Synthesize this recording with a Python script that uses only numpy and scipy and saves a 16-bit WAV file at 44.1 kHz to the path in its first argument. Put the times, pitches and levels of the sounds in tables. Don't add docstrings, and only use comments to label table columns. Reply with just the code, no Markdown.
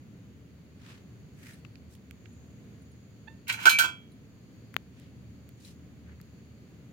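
import sys
import numpy as np
from scipy import signal
from scipy.fft import rfft, irfft
from scipy.io import wavfile

SR = 44100
rng = np.random.default_rng(int(sys.argv[2]) if len(sys.argv) > 2 else 0)


def transcribe(signal):
    frames = np.atleast_2d(signal).T
    limited = np.clip(frames, -1, 1)
    pcm = np.round(limited * 32767).astype(np.int16)
    wavfile.write(sys.argv[1], SR, pcm)


N = 305480
T = np.arange(N) / SR
HZ = np.maximum(np.arange(N // 2 + 1) * SR / N, 1)
TOP_HZ = 16000

# freq_hz, density_db
NIGHT_SPECTRUM = [(15, -59.5), (25, -34), (38, -20), (61, -10), (111, 1), (285, -5), (317, -11.5),
                  (439, -14.5), (840, -29.5), (2350, -31), (4490, -39.5), (5430, -43.5), (6740, -37.5),
                  (7920, -49), (16000, -45.5)]
# centre_hz, width_hz, level_db
DRONES = [(76.7, 6.75, -63), (112.5, 14.4, -63), (186, 55, -67.5), (4480, 510, -82.5), (6740, 510, -81)]
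# peak_s, half_length_s, level_db, centre_hz, width_hz
RUBS = [(0.897, 0.058, -55, 1820, 3600), (1.484, 0.051, -55.5, 1900, 1200),
        (1.484, 0.059, -59, 4900, 11800), (1.933, 0.021, -63.5, 6000, 9000),
        (5.013, 0.052, -66, 2540, 3500), (5.668, 0.041, -57, 3930, 8000), (6.105, 0.028, -61.5, 1750, 1198)]
# pitch_hz, level_db, t60_s
BELL_MODES = [(3970, 0.5, .05), (4080, 3, 0.029), (5170, -8, .05), (9640, -2, 0.074), (10350, 0, 0.053)]
# start_s, level_db, low_modes_db
TINKLES = [(1.535, -58, -4), (2.330, -71, -12), (2.820, -67, -10), (2.915, -65.5, -10), (4.119, -64, -5),
           (5.649, -56, 7), (5.685, -64, 3)]
# start_s, level_db, centre_hz, treble_db, left_minus_right_db
TICKS = [(1.649, -37, 2050, -21, 24), (1.756, -41, 2900, -15, -21), (1.952, -48.5, 3500, 2, -16),
         (2.110, -35.5, 2280, -3.5, -21), (2.257, -44, 2100, -25, -20), (4.742, -34.5, 1900, -4, 17),
         (4.999, -56, 3300, 12, -11.5), (5.491, -49.5, 2500, 9, -18), (6.201, -45.5, 1710, -18, 17),
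         (6.214, -46.5, 3300, 8, -15.5)]
CREAK_HARMONICS = [1, 6, -2, -5, -15]
# freq_hz, level_db
SNAP_SPECTRUM = [(50, -15), (150, 3.5), (500, -5), (1300, 4), (2200, 3.5), (3400, 0), (4400, -12.5),
                 (5400, -25), (6600, -17.5), (8500, -28.5), (12000, -19), (16000, -21)]
FAMILY_EDGES = [260, 1200, 1900, 2900, 8300, 16000]
# weak_t60_s, weak_share_db, right_mic_delay_ms, blow_db, scrape_db
MODE_FAMILIES = [(.24, -12, 0.11, 0, 8), (.24, -8, .27, 1, -1), (.24, -2.5, .081, -3, 0),
                 (.18, -.5, .2, 0, -2), (.15, -.5, .219, -6, -7)]
# pitch_hz, level_db, t60_s, left_minus_right_db
STRONG_MODES = [(318, -30, .35, -2), (662, -28, .35, -2), (890, -22, .15, 8), (927, -20, .18, 3),
                (1230, -24, .4, -4), (1390, -6, .26, -12), (1456, -11, .2, -10), (1518, -5, .24, -9),
                (1541, -3, .27, -11), (2266, -18, .65, -9), (2327, -3, .36, -1), (2497, -12, .28, -6),
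                (2655, -14, .2, -9), (3040, -17, .42, -4), (3243, -11, .47, -6), (3340, -11, .16, -5),
                (4005, -13, .22, -1), (4527, -13, .24, 3), (4963, -21, .26, -5), (5373, -14, .23, -10),
                (6231, -16, .22, -7), (6398, -17, .22, -8), (6607, -13, .22, 6), (6771, -17, .24, -3),
                (7175, -14, .18, -8), (8038, -12, .19, -6), (9354, -15, .22, 6), (10020, -15, .19, 6),
                (12110, -14, .18, 5), (12960, -8, .18, 4)]
# freq_hz, density_db
WEAK_SPECTRUM = [(260, -22), (500, -20), (760, -18), (950, -4.5), (1150, -8), (1450, 2), (1900, -4.5),
                 (2500, 2.5), (3200, -1), (3600, -11.5), (4200, -3), (5200, -13.5), (7200, -13),
                 (16000, -14)]
# freq_hz, left_minus_right_db
WEAK_PAN = [(300, -7), (900, 4), (1500, -4.5), (2600, -5.5), (4200, -3.5), (6000, -8), (9000, 0),
            (13000, 6.5)]
# start_s, rise_s, level_db, tilt_db_per_octave
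BLOWS = [(3.479, .002, -45, 3), (3.521, 0.0036, -41, 1.5), (3.596, .007, -47.5, -.8),
         (3.622, .008, -44, .5), (3.6545, .0018, -21, -2.7), (3.688, .007, -25, 1.3),
         (3.786, 0.0015, -23, .7), (3.836, .005, -32.5, -2.5)]
# start_s, end_s, end_level_db, growth_db_per_s, release_t60_s, centre_hz
SCRAPES = [(3.467, 3.499, -27, 1150, .11, 2600), (3.54, 3.64, -43, 10, .15, 1800)]
# start_s, end_s, end_level_db, growth_db_per_s, release_t60_s, centre_hz
SLIDES = [(3.657, 3.687, -10, 190, .02, 1500), (3.692, 3.76, -18.3, 90, .24, 2396),
          (3.79, 3.822, -19, 90, .2, 1500), (3.837, 3.856, -28.5, 50, 0.37, 3243)]


def undb(db):
    return 10 ** (np.asarray(db) / 20)


def unit(x):
    return x / np.sqrt(np.mean(x ** 2) + 1e-30)


def pan(left_minus_right_db):
    gains = np.vstack([undb(left_minus_right_db / 2), undb(-left_minus_right_db / 2)])
    return gains / np.sqrt(np.mean(gains ** 2, axis=0))


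def curve(points, hz):
    point_hz, values = np.transpose(points)
    return np.interp(np.log(hz), np.log(point_hz), values)


def resonance(centre_hz, width_hz):
    return 1 / (1 + ((HZ ** 2 - centre_hz ** 2) / (HZ * width_hz)) ** 2)


def filtered(x, kind, cutoff_hz):
    return signal.sosfilt(signal.butter(2, cutoff_hz, kind, fs=SR, output="sos"), x)


def noise(spectrum):
    return unit(irfft(rfft(rng.standard_normal((2, N))) * spectrum, N))


def wander(rate_hz):
    knots = rng.standard_normal(int(N / SR * rate_hz) + 2)
    return np.interp(T * rate_hz, np.arange(len(knots)), knots)


def decay(age, t60):
    return undb(-60 * np.maximum(age, 0) / t60) * (age >= 0)


def add(out, start_s, sound):
    i = int(start_s * SR)
    out[:, i:i + sound.shape[1]] += sound[:, :N - i]


def distant_night(level_db=-54.5, waver_db=0.54, drone_waver_db=3.0):
    side_share = curve([(300, 0.27), (2000, 1.0)], HZ)
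    spread = np.vstack([np.ones(len(HZ)), side_share])
    bed = noise(undb(curve(NIGHT_SPECTRUM, HZ)) * spread) * undb(level_db + waver_db * wander(5.5))
    for centre_hz, width_hz, db in DRONES:
        bed += noise(resonance(centre_hz, width_hz) * spread) * undb(db + drone_waver_db * wander(3))
    mid, side = bed
    return np.array([mid + side, mid - side])


def fur_rubs(grain_db=2.5):
    grain = undb(grain_db * wander(200))
    out = np.zeros((2, N))
    for peak_s, half_length_s, db, centre_hz, width_hz in RUBS:
        swell = np.exp(-.5 * ((T - peak_s) / half_length_s) ** 2)
        out += undb(db) * swell * noise(resonance(centre_hz, width_hz))
    return grain * out


def collar_bell(level_db, low_modes_db, size=6000):
    t = np.arange(size) / SR
    out = np.zeros((2, size))
    for hz, db, t60 in BELL_MODES:
        tone = np.sin(2 * np.pi * (hz * t + rng.random((2, 1))))
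        out += undb(db + low_modes_db * (hz < 7000)) * decay(t, t60) * tone
    return undb(level_db) * out


def claw_tick(level_db, centre_hz, treble_db, pan_db, size=2048):
    t60 = .005 * 2 ** (-treble_db / 14)
    burst = rng.standard_normal(size) * decay(np.arange(size) / SR, t60)
    body = filtered(burst, "band", [centre_hz * 0.6, min(centre_hz * 1.31, TOP_HZ)])
    spit = filtered(burst, "high", 7000)
    tick = body / np.abs(body).max() + undb(treble_db) * spit / np.abs(spit).max()
    return pan(pan_db) * undb(level_db) * tick


def creak(peak_s=3.284, top_hz=898, level_db=-48, rise_s=.016, glide_hz_per_s=8000, roughness=0.025):
    age = T - peak_s
    hz = top_hz + glide_hz_per_s * np.clip(age, -rise_s, 0)
    jitter = 1 + roughness * (age < 0) * wander(540)
    cycles = np.cumsum(hz * jitter) / SR
    tone = sum(undb(db) * np.sin(2 * np.pi * k * cycles) for k, db in enumerate(CREAK_HARMONICS, 1))
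    attack = np.clip(1 + age / rise_s, 0, 1) ** 2
    after = np.maximum(age, 0)
    release = decay(after, t60=0.012) + undb(-11) * decay(after, t60=.28)
    return undb(level_db) * attack * release * tone


def microphone_snap(left_peak_db=-4.5, right_peak_db=-27, size=1024):
    hz = np.maximum(np.arange(size // 2 + 1) * SR / size, 1)
    cepstrum = irfft(np.log(undb(curve(SNAP_SPECTRUM, hz))))
    cepstrum[1:size // 2] *= 2
    cepstrum[size // 2 + 1:] = 0
    pulse = irfft(np.exp(rfft(cepstrum)))
    return undb([[left_peak_db], [right_peak_db]]) * pulse / np.abs(pulse).max()


def friction(t, strokes, hz, fall_db_per_octave):
    envelope = np.zeros(len(t))
    for start_s, end_s, end_db, growth_db_per_s, t60, centre_hz in strokes:
        onset = np.clip((t - start_s) / .003, 0, 1)
        build = undb(end_db + growth_db_per_s * np.minimum(t - end_s, 0))
        release = decay(np.maximum(t - end_s, 0), t60)
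        coupling = undb(-fall_db_per_octave * abs(np.log2(hz / centre_hz)))
        envelope += onset * build * release * coupling
    return envelope


def blow_ring(t, hz, gain_db, t60, pivot_hz=3000):
    starts, rises, blow_db, tilts = np.transpose(BLOWS)
    peak_db = gain_db + blow_db + tilts * np.log2(hz / pivot_hz)
    ends = np.append(starts[1:], t[-1])
    peaks = np.minimum(starts + rises, ends - 1 / SR)
    end_db = peak_db - 60 * (ends - peaks) / t60
    times = np.append(starts[0], np.column_stack([peaks, ends]))
    levels_db = np.append(peak_db[0] - 13, np.column_stack([peak_db, end_db]))
    return undb(np.interp(t, times, levels_db)) * (t >= starts[0])


def weak_modes(t, low_hz, high_hz, scatter_db=5.8, crossfade_s=.003, count=460):
    size = len(t)
    rank = (np.arange(count) + rng.random(count)) / count
    hz = TOP_HZ * rank ** 2
    in_band = (hz >= low_hz) & (hz < high_hz)
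    strength = np.sqrt(rank) * undb(curve(WEAK_SPECTRUM, hz)) * pan(curve(WEAK_PAN, hz))
    modes = in_band * strength * np.exp(2j * np.pi * rng.random((2, count)))
    out = np.zeros((2, size))
    for start_s in sorted(row[0] for row in BLOWS + SCRAPES + SLIDES):
        spectrum = np.zeros((2, size // 2 + 1), complex)
        spectrum[:, (hz * size / SR).astype(int)] = modes * undb(scatter_db * rng.standard_normal(count))
        crossfade = np.clip((t - start_s) / crossfade_s, 0, 1)
        out += (unit(irfft(spectrum)) - out) * crossfade
    return out


def blow_cracks(t, boost_db=2.2, sudden_s=.004):
    crack_noise = unit(filtered(rng.standard_normal((2, len(t))), "high", 1800))
    knock_noise = unit(filtered(rng.standard_normal((2, len(t))), "band", [2700, 3500]))
    out = np.zeros((2, len(t)))
    for start_s, rise_s, db, tilt in BLOWS:
        crack = crack_noise * decay(t - start_s - .001, t60=0.0098)
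        knock = undb(-6 - 2 * tilt) * knock_noise * decay(t - start_s, t60=0.049)
        suddenness = np.exp(-rise_s / sudden_s)
        out += undb(db + boost_db) * suddenness * (crack + knock)
    return out


def metal_jangle(start_s, grain_db=3.5, chatter_db=1.5, spot_db=1.8, size=32768):
    t = start_s + np.arange(size) / SR
    grain = undb(grain_db * wander(150)[:size])
    chatter = undb(chatter_db * wander(250)[:size])
    out = np.zeros((2, size))
    for low_hz, high_hz, family in zip(FAMILY_EDGES, FAMILY_EDGES[1:], MODE_FAMILIES):
        weak_t60, weak_share_db, right_delay_ms, blow_db, scrape_db = family
        mic_time = t - np.array([[0], [right_delay_ms / 1000]])
        scrape_gain = undb(scrape_db) * grain
        for hz, db, t60, pan_db in STRONG_MODES:
            if low_hz <= hz < high_hz:
                struck = blow_ring(t, hz, blow_db + spot_db * rng.standard_normal(len(BLOWS)), t60)
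                scraped = scrape_gain * friction(t, SCRAPES, hz, fall_db_per_octave=8)
                singing = friction(t, SLIDES, hz, fall_db_per_octave=62)
                envelope = np.sqrt(struck ** 2 + scraped ** 2 + singing ** 2)
                tone = np.sqrt(2) * np.sin(2 * np.pi * (hz * mic_time + rng.random()))
                out += pan(pan_db) * undb(db) * envelope * tone
        middle_hz = (low_hz + high_hz) / 2
        struck = chatter * blow_ring(t, middle_hz, blow_db + 1.5, weak_t60)
        scraped = undb(5) * scrape_gain * friction(t, SCRAPES, middle_hz, fall_db_per_octave=8)
        out += undb(weak_share_db) * weak_modes(t, low_hz, high_hz) * np.hypot(struck, scraped)
    return out + blow_cracks(t)


def scene():
    out = distant_night() + fur_rubs() + pan(left_minus_right_db=-13) * creak()
    jangle_s = SCRAPES[0][0]
    add(out, jangle_s, metal_jangle(jangle_s))
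    add(out, start_s=4.7656, sound=microphone_snap())
    for start_s, *contact in TICKS:
        add(out, start_s, claw_tick(*contact))
    for start_s, *touch in TINKLES:
        add(out, start_s, collar_bell(*touch))
    return out


def record(dry):
    return signal.sosfilt(signal.ellip(10, .2, 70, TOP_HZ, fs=SR, output="sos"), dry)


dry = scene()
out = record(dry)
transcribe(out)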